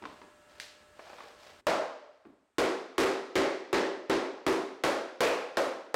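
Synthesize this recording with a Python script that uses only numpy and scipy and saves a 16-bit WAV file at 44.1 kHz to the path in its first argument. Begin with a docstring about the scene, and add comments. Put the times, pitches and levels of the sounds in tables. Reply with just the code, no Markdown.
"""A machine whines faintly while a shoemaker turns a boot over: palms rub, the boot rumbles, fingers knock,
a lace tip snaps. The background drops abruptly, and he hammers the leather sole on his lap: one blow,
a pause with a soft touch, then an even run of ten. Each impact excites the damped modes of boot and sole,
a thump and a slap topped by a crack of noise. The blows overload the close microphone and reverberate
through the hard-walled workshop."""
import sys
import numpy as np
from scipy import signal
from scipy.fft import rfft, irfft
from scipy.io import wavfile
from scipy.ndimage import uniform_filter1d

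SR = 44100
rng = np.random.default_rng(int(sys.argv[2]) if len(sys.argv) > 2 else 0)


def dump(signal):
    """Clip the signal to [-1, 1] and save it as 16-bit WAV at the path in sys.argv[1]."""
    limited = np.clip(np.atleast_2d(signal).T, -1, 1)
    pcm = np.round(limited * 32767).astype(np.int16)
    wavfile.write(sys.argv[1], SR, pcm)


N = 262395


def from_db(db):
    """Amplitude ratio of a level in decibels."""
    return 10 ** (np.asarray(db) / 20)


def seconds(size):
    """Time of each sample."""
    return np.arange(size) / SR


def hertz(size):
    """Frequency of each Fourier bin, at least 1 Hz."""
    return np.maximum(np.fft.rfftfreq(size, 1 / SR), 1)


def at_hz(points, hz):
    """Interpolation on a logarithmic frequency axis."""
    freqs, values = np.transpose(points)
    return np.interp(np.log(hz), np.log(freqs), values)


def decay(t, t60):
    """Exponential damping: 60 dB down after t60 seconds."""
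    return np.exp(-np.log(1000) * t / t60)


def swell(start, length, attack, t60):
    """Envelope: a linear rise, a hold to the end of its length, an exponential decay."""
    t = seconds(N) - start
    return np.clip(t / attack, 0, 1) * decay(np.maximum(t - length, 0), t60)


def colour(spectrum, size):
    """Magnitude response normalised to a mean power of 1."""
    gain = from_db(at_hz(spectrum, hertz(size)))
    return gain / np.sqrt(np.mean(gain ** 2))


def noise(spectrum, size):
    """Spectrally shaped Gaussian noise of rms 1."""
    return irfft(rfft(rng.standard_normal(size)) * colour(spectrum, size), size)


def ring(hz, t60, size):
    """Impulse response of one mode: a damped sinusoid."""
    t = seconds(size)
    return np.sin(2 * np.pi * hz * t) * decay(t, t60)


def add(track, start_s, sound):
    """Superposition: a sound joins the track at its start time."""
    start = min(max(round(start_s * SR), 0), N)
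    track[:, start:start + sound.shape[1]] += sound[:, :N - start]


def before_hush(hush_s=1.615, fade_s=0.01):
    """Gate that falls from 1 to 0 just before the first blow."""
    return np.clip((hush_s - seconds(N)) / fade_s, 0, 1)


def machine_and_air(busy_db=-62.5, quiet_db=-76.5):
    """Partials over noise: just before the first blow, whine and louder air drop to a low noise floor."""
    # Partials of the whine. Each row: frequency in Hz, rms level in dB.
    partials = [(598, -65), (1319, -71.5), (1680, -74), (2762, -80.5), (3978, -94)]
    # Spectrum of the room air. Each row: frequency in Hz, spectral density in dB.
    air = [(25, 7.5), (80, 12), (130, 0), (330, 2.5), (700, -2.5), (1400, -0.5), (2300, -7), (5700, -16.5),
           (8200, -13), (10500, -24.5), (16000, -29)]
    t, gate = seconds(N), before_hush()
    whine = sum(np.sqrt(2) * from_db(db) * np.sin(2 * np.pi * (hz * t + rng.random()))
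                for hz, db in partials)
    return (from_db(quiet_db) + gate * from_db(busy_db)) * noise(air, N) + gate * whine


def rub_and_rumble(grain_db=2.0):
    """Stick-slip friction: palms slide on leather and the boot shifts hollowly, both as grainy noise."""
    # Strokes of the palms. Each row: start in seconds, length in seconds, level in dB.
    rubs = [(0.0, 0.18, -64), (.44, 0.21, -62.5), (0.937, .34, -56.5), (1.366, 0.11, -55)]
    # Shifts of the boot. Each row: start in seconds, level in dB.
    shifts = [(0.016, -47.5), (.212, -58.5), (1.605, -68.5), (2.249, -54.5)]
    # Spectra of rub and rumble. Each row: frequency in Hz, spectral density in dB.
    rub_colour = [(60, -5), (250, -7), (600, 6.5), (1200, -1.5), (2500, -3), (5000, -6), (9000, -21),
                  (16000, -29)]
    rumble_colour = [(30, -1), (130, -10), (270, 4), (450, -3), (800, -32), (3000, -37), (8000, -63)]
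    rubbing = sum(from_db(db) * swell(s, length, attack=0.096, t60=0.75) for s, length, db in rubs)
    shifting = sum(from_db(db) * swell(s, length=0.025, attack=0.0057, t60=0.47) for s, db in shifts)
    grain = uniform_filter1d(rng.standard_normal(N), size=160)
    sliding = before_hush() * rubbing * noise(rub_colour, N) + shifting * noise(rumble_colour, N)
    return from_db(grain_db * grain / grain.std()) * sliding


def strike(modes, crack, crack_db, crack_t60, facing_db=0, room_db=0, size=4096):
    """Impact: free vibration of modes (Hz, dB, t60 in seconds), a noise burst, and their reverberation."""
    rings = [(-1) ** k * from_db(db) * ring(hz, t60, size) for k, (hz, db, t60) in enumerate(modes)]
    burst = from_db(crack_db) * decay(seconds(size), crack_t60)
    # the room gathers sound from all directions, so there the parts add in power
    power = sum(np.abs(rfft(r)) ** 2 for r in rings) + colour(crack, size) ** 2 * np.sum(burst ** 2)
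    sound = from_db(room_db) * workshop(hertz(size), np.sqrt(power))
    # directivity: a surface that faces away sends less crack straight to the microphone
    sound[:, :size] += sum(rings) + from_db(facing_db) * burst * noise(crack, size)
    return sound


def finger_knocks(t60=0.04, tick_db=-0.5, cutoff_ratio=5.5):
    """A soft contact acts as a low-pass filter: it excites little above a few times its own pitch."""
    # Touches on boot and sole. Each row: start in seconds, pitch in Hz, level in dB.
    knocks = [(.023, 940, -43), (.039, 1140, -42), (.054, 1050, -35.5), (.216, 970, -45),
              (.993, 630, -41.5), (1.068, 680, -45), (1.100, 810, -42.5), (1.131, 604, -43.5),
              (1.185, 790, -41.5), (1.205, 1126, -41), (1.239, 476, -42.5), (2.252, 334, -48)]
    # Spectrum of the contact's tick. Each row: frequency in Hz, spectral density in dB.
    tick = [(100, -22.5), (400, -0.5), (1100, 2), (2500, -8), (5000, -18), (9000, -29), (16000, -50)]
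    out = np.zeros((2, N))
    for start_s, hz, db in knocks:
        knock = strike([(hz, db, t60)], tick, db + tick_db, t60, room_db=-2.5)
        softness = signal.butter(2, min(cutoff_ratio * hz, SR / 3), fs=SR, output="sos")
        add(out, start_s, signal.sosfilt(softness, knock))
    return out


def workshop(source_hz, source_gain, build_s=0.0016, linger_ratio=2.27, size=36864):
    """Reverberation at two capsules: a diffuse field builds and decays by band; standing waves boom."""
    # Coherence between the capsules. Each row: frequency in Hz, correlation from 0 to 1.
    coherence = [(200, 1), (600, 0.57), (1500, 0.28), (16000, 0.9)]
    # Strength of the diffuse field. Each row: frequency in Hz, gain in dB.
    room_gain = [(50, -11.5), (150, -9.5), (300, -6), (420, 1), (650, 2), (1500, 0), (4000, 4.5),
                 (12000, 4.5)]
    # Reverberation times. Each row: band centre in Hz, t60 in seconds.
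    room_t60 = [(60, 0.3), (260, 0.68), (700, 0.62), (1800, 0.53), (4800, 0.48), (8000, 0.48),
                (14000, 0.34)]
    # Slower tail from the far end. Each row: frequency in Hz, level in dB relative to the main tail.
    linger = [(200, -42), (700, -24.5), (5000, -14), (9000, -35)]
    # Standing waves. Each row: frequency in Hz, gain at resonance in dB, t60 in seconds.
    room_modes = [(205.5, -2.5, 0.61), (271, 6, 0.61), (326.2, 7.5, 0.44), (388, 7.5, 0.58),
                  (465, 6.5, 0.61), (489, 6, 0.28)]
    t, hz = seconds(size), hertz(size)
    alike = np.clip(at_hz(coherence, hz), 0, 1)
    mid, side = rfft(rng.standard_normal((2, size)))
    field = np.sqrt((1 + alike) / 2) * mid + np.sqrt((1 - alike) / 2) * side * [[1], [-1]]
    field = field * np.interp(hz, source_hz, source_gain) * from_db(at_hz(room_gain, hz))
    centres, t60s = np.transpose(room_t60)
    build = 1 - np.exp(-t / build_s)
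    tail = np.zeros((2, size))
    for band_weights, t60, linger_db in zip(np.eye(len(centres)), t60s, at_hz(linger, centres)):
        band = irfft(field * np.interp(hz, centres, band_weights), size)
        envelope = build * (decay(t, t60) + from_db(linger_db) * decay(t, linger_ratio * t60))
        tail += band * envelope / np.sqrt(np.sum(envelope ** 2))
    for mode_hz, db, t60 in room_modes:
        drive = np.interp(mode_hz, source_hz, source_gain) * 2 * np.log(1000) / (t60 * SR)
        tail += rng.choice([-1, 1]) * drive * from_db(db) * ring(mode_hz, t60, size)
    return tail


def lace_snap(start_s=0.5998):
    """A brief impact has a broad spectrum: a lace tip hits the boot in one burst of noise."""
    # Spectrum of the snap. Each row: frequency in Hz, spectral density in dB.
    snap = [(400, -13.5), (1200, -8), (1750, 0), (2600, -3.5), (4500, -5.5), (8000, -16.5), (16000, -33.5)]
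    out = np.zeros((2, N))
    add(out, start_s, strike([], snap, crack_db=-27, crack_t60=0.0057, facing_db=1.5))
    return out


def hammer(spot_t60=0.04, clack_t60=0.0098, sag_octaves=0.24, stiffening=1.6, tilt_db_per_octave=-1):
    """Modal excitation by steel on leather: the boot thumps, the sole slaps, its surface cracks."""
    # Blows. Each row: start in seconds, force in dB, give from 0 (firm on the last) to 1 (loose),
    # pitch of the struck spot in Hz, pitch of its clack in Hz, roll-off of the crack in Hz.
    blows = [(1.6681, -0.85, 1.0, 598, 1030, 10100), (2.5832, 0.34, 0.19, 488, 1390, 12100),
             (2.9809, 2, 0.091, 479, 1300, 13400), (3.3553, 1.1, 0.038, 557, 2000, 8900),
             (3.729, .5, 0.033, 564, 1850, 7840), (4.0975, -0.64, 0.094, 515, 990, 7950),
             (4.4652, -0.9, 0.035, 332, 980, 14300), (4.8374, 0.16, 0.43, 543, 1480, 13000),
             (5.2056, 2, 0.77, 501, 2490, 19000), (5.5708, -2.5, 0.52, 537, 1420, 14500),
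             (5.9423, -1.4, 0.91, 506, 1550, 12500)]
    # Modes of the whole boot, from its bounce on the lap upward, and of the leather sole.
    # Each row: frequency in Hz, relative level in dB, t60 in seconds.
    body = [(48, -24, 0.24), (281, -8, 0.029), (370.3, -1.5, 0.037)]
    sole = [(645, -2.5, 0.022), (847, -0.5, 0.013), (1077, -6.5, 0.025), (1315, -0.5, 0.0099),
            (1613, -11, 0.026), (2130, -13, 0.003)]
    # Crack spectrum before tilt and roll-off. Each row: frequency in Hz, spectral density in dB.
    crack_colour = [(500, 3.5), (1000, 4), (1900, 7.5), (3000, -1.5), (5000, -6), (8000, -13),
                    (12000, -19.5), (16000, -24.5)]
    out = np.zeros((2, N))
    for start_s, force_db, give, spot_hz, clack_hz, rolloff_hz in blows:
        # a loose place passes less to the boot, lowers its thump and sounds more itself
        body_db = -3 + force_db - 13.5 * give
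        spot_db = -13 + force_db + 6.5 * give
        slap_db = -11.5 + force_db + 5 * give
        sag = 2 ** (-sag_octaves * give)
        # leather stiffens under load, so clack and crack grow faster than the force
        clack_db = -11.5 + stiffening * force_db
        crack_db = -14 + stiffening * force_db
        modes = [(hz * sag, db + body_db, t60) for hz, db, t60 in body]
        modes += [(spot_hz, spot_db, spot_t60)]
        modes += [(hz, db + slap_db, t60) for hz, db, t60 in sole]
        modes += [(clack_hz, clack_db, clack_t60)]
        # every crack is tilted slightly darker; each blow's roll-off rounds off the top
        crack = [(hz, db + tilt_db_per_octave * np.log2(hz) - 10 * np.log10(1 + (hz / rolloff_hz) ** 6))
                 for hz, db in crack_colour]
        add(out, start_s, strike(modes, crack, crack_db, crack_t60=0.03, facing_db=-2.0))
    return out


def microphone(pair, overload_db=-22, knee=6.2, asymmetry=0.071):
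    """Asymmetric saturation: each capsule flattens the peaks, then the two are averaged to one channel."""
    ceiling = from_db(overload_db) * (1 + asymmetry * np.sign(pair))
    flattened = pair / (1 + np.abs(pair / ceiling) ** knee) ** (1 / knee)
    return flattened.mean(axis=0, keepdims=True)


def scene():
    """The pressures of all sources add at the close microphone."""
    return microphone(hammer() + finger_knocks() + lace_snap() + rub_and_rumble() + machine_and_air())


def record(dry, droop_hz=170, low_cut_hz=24, high_cut_hz=16200):
    """Band limiting: thinned bass makes the flattened peaks sag, and a steep low-pass cuts the top."""
    bass = signal.sosfilt(signal.butter(1, droop_hz, fs=SR, output="sos"), dry)
    thin = signal.sosfilt(signal.butter(2, low_cut_hz, "high", fs=SR, output="sos"), dry - bass)
    return signal.sosfilt(signal.ellip(10, 0.1, 80, high_cut_hz, fs=SR, output="sos"), thin)


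dry = scene()
out = record(dry)
dump(out)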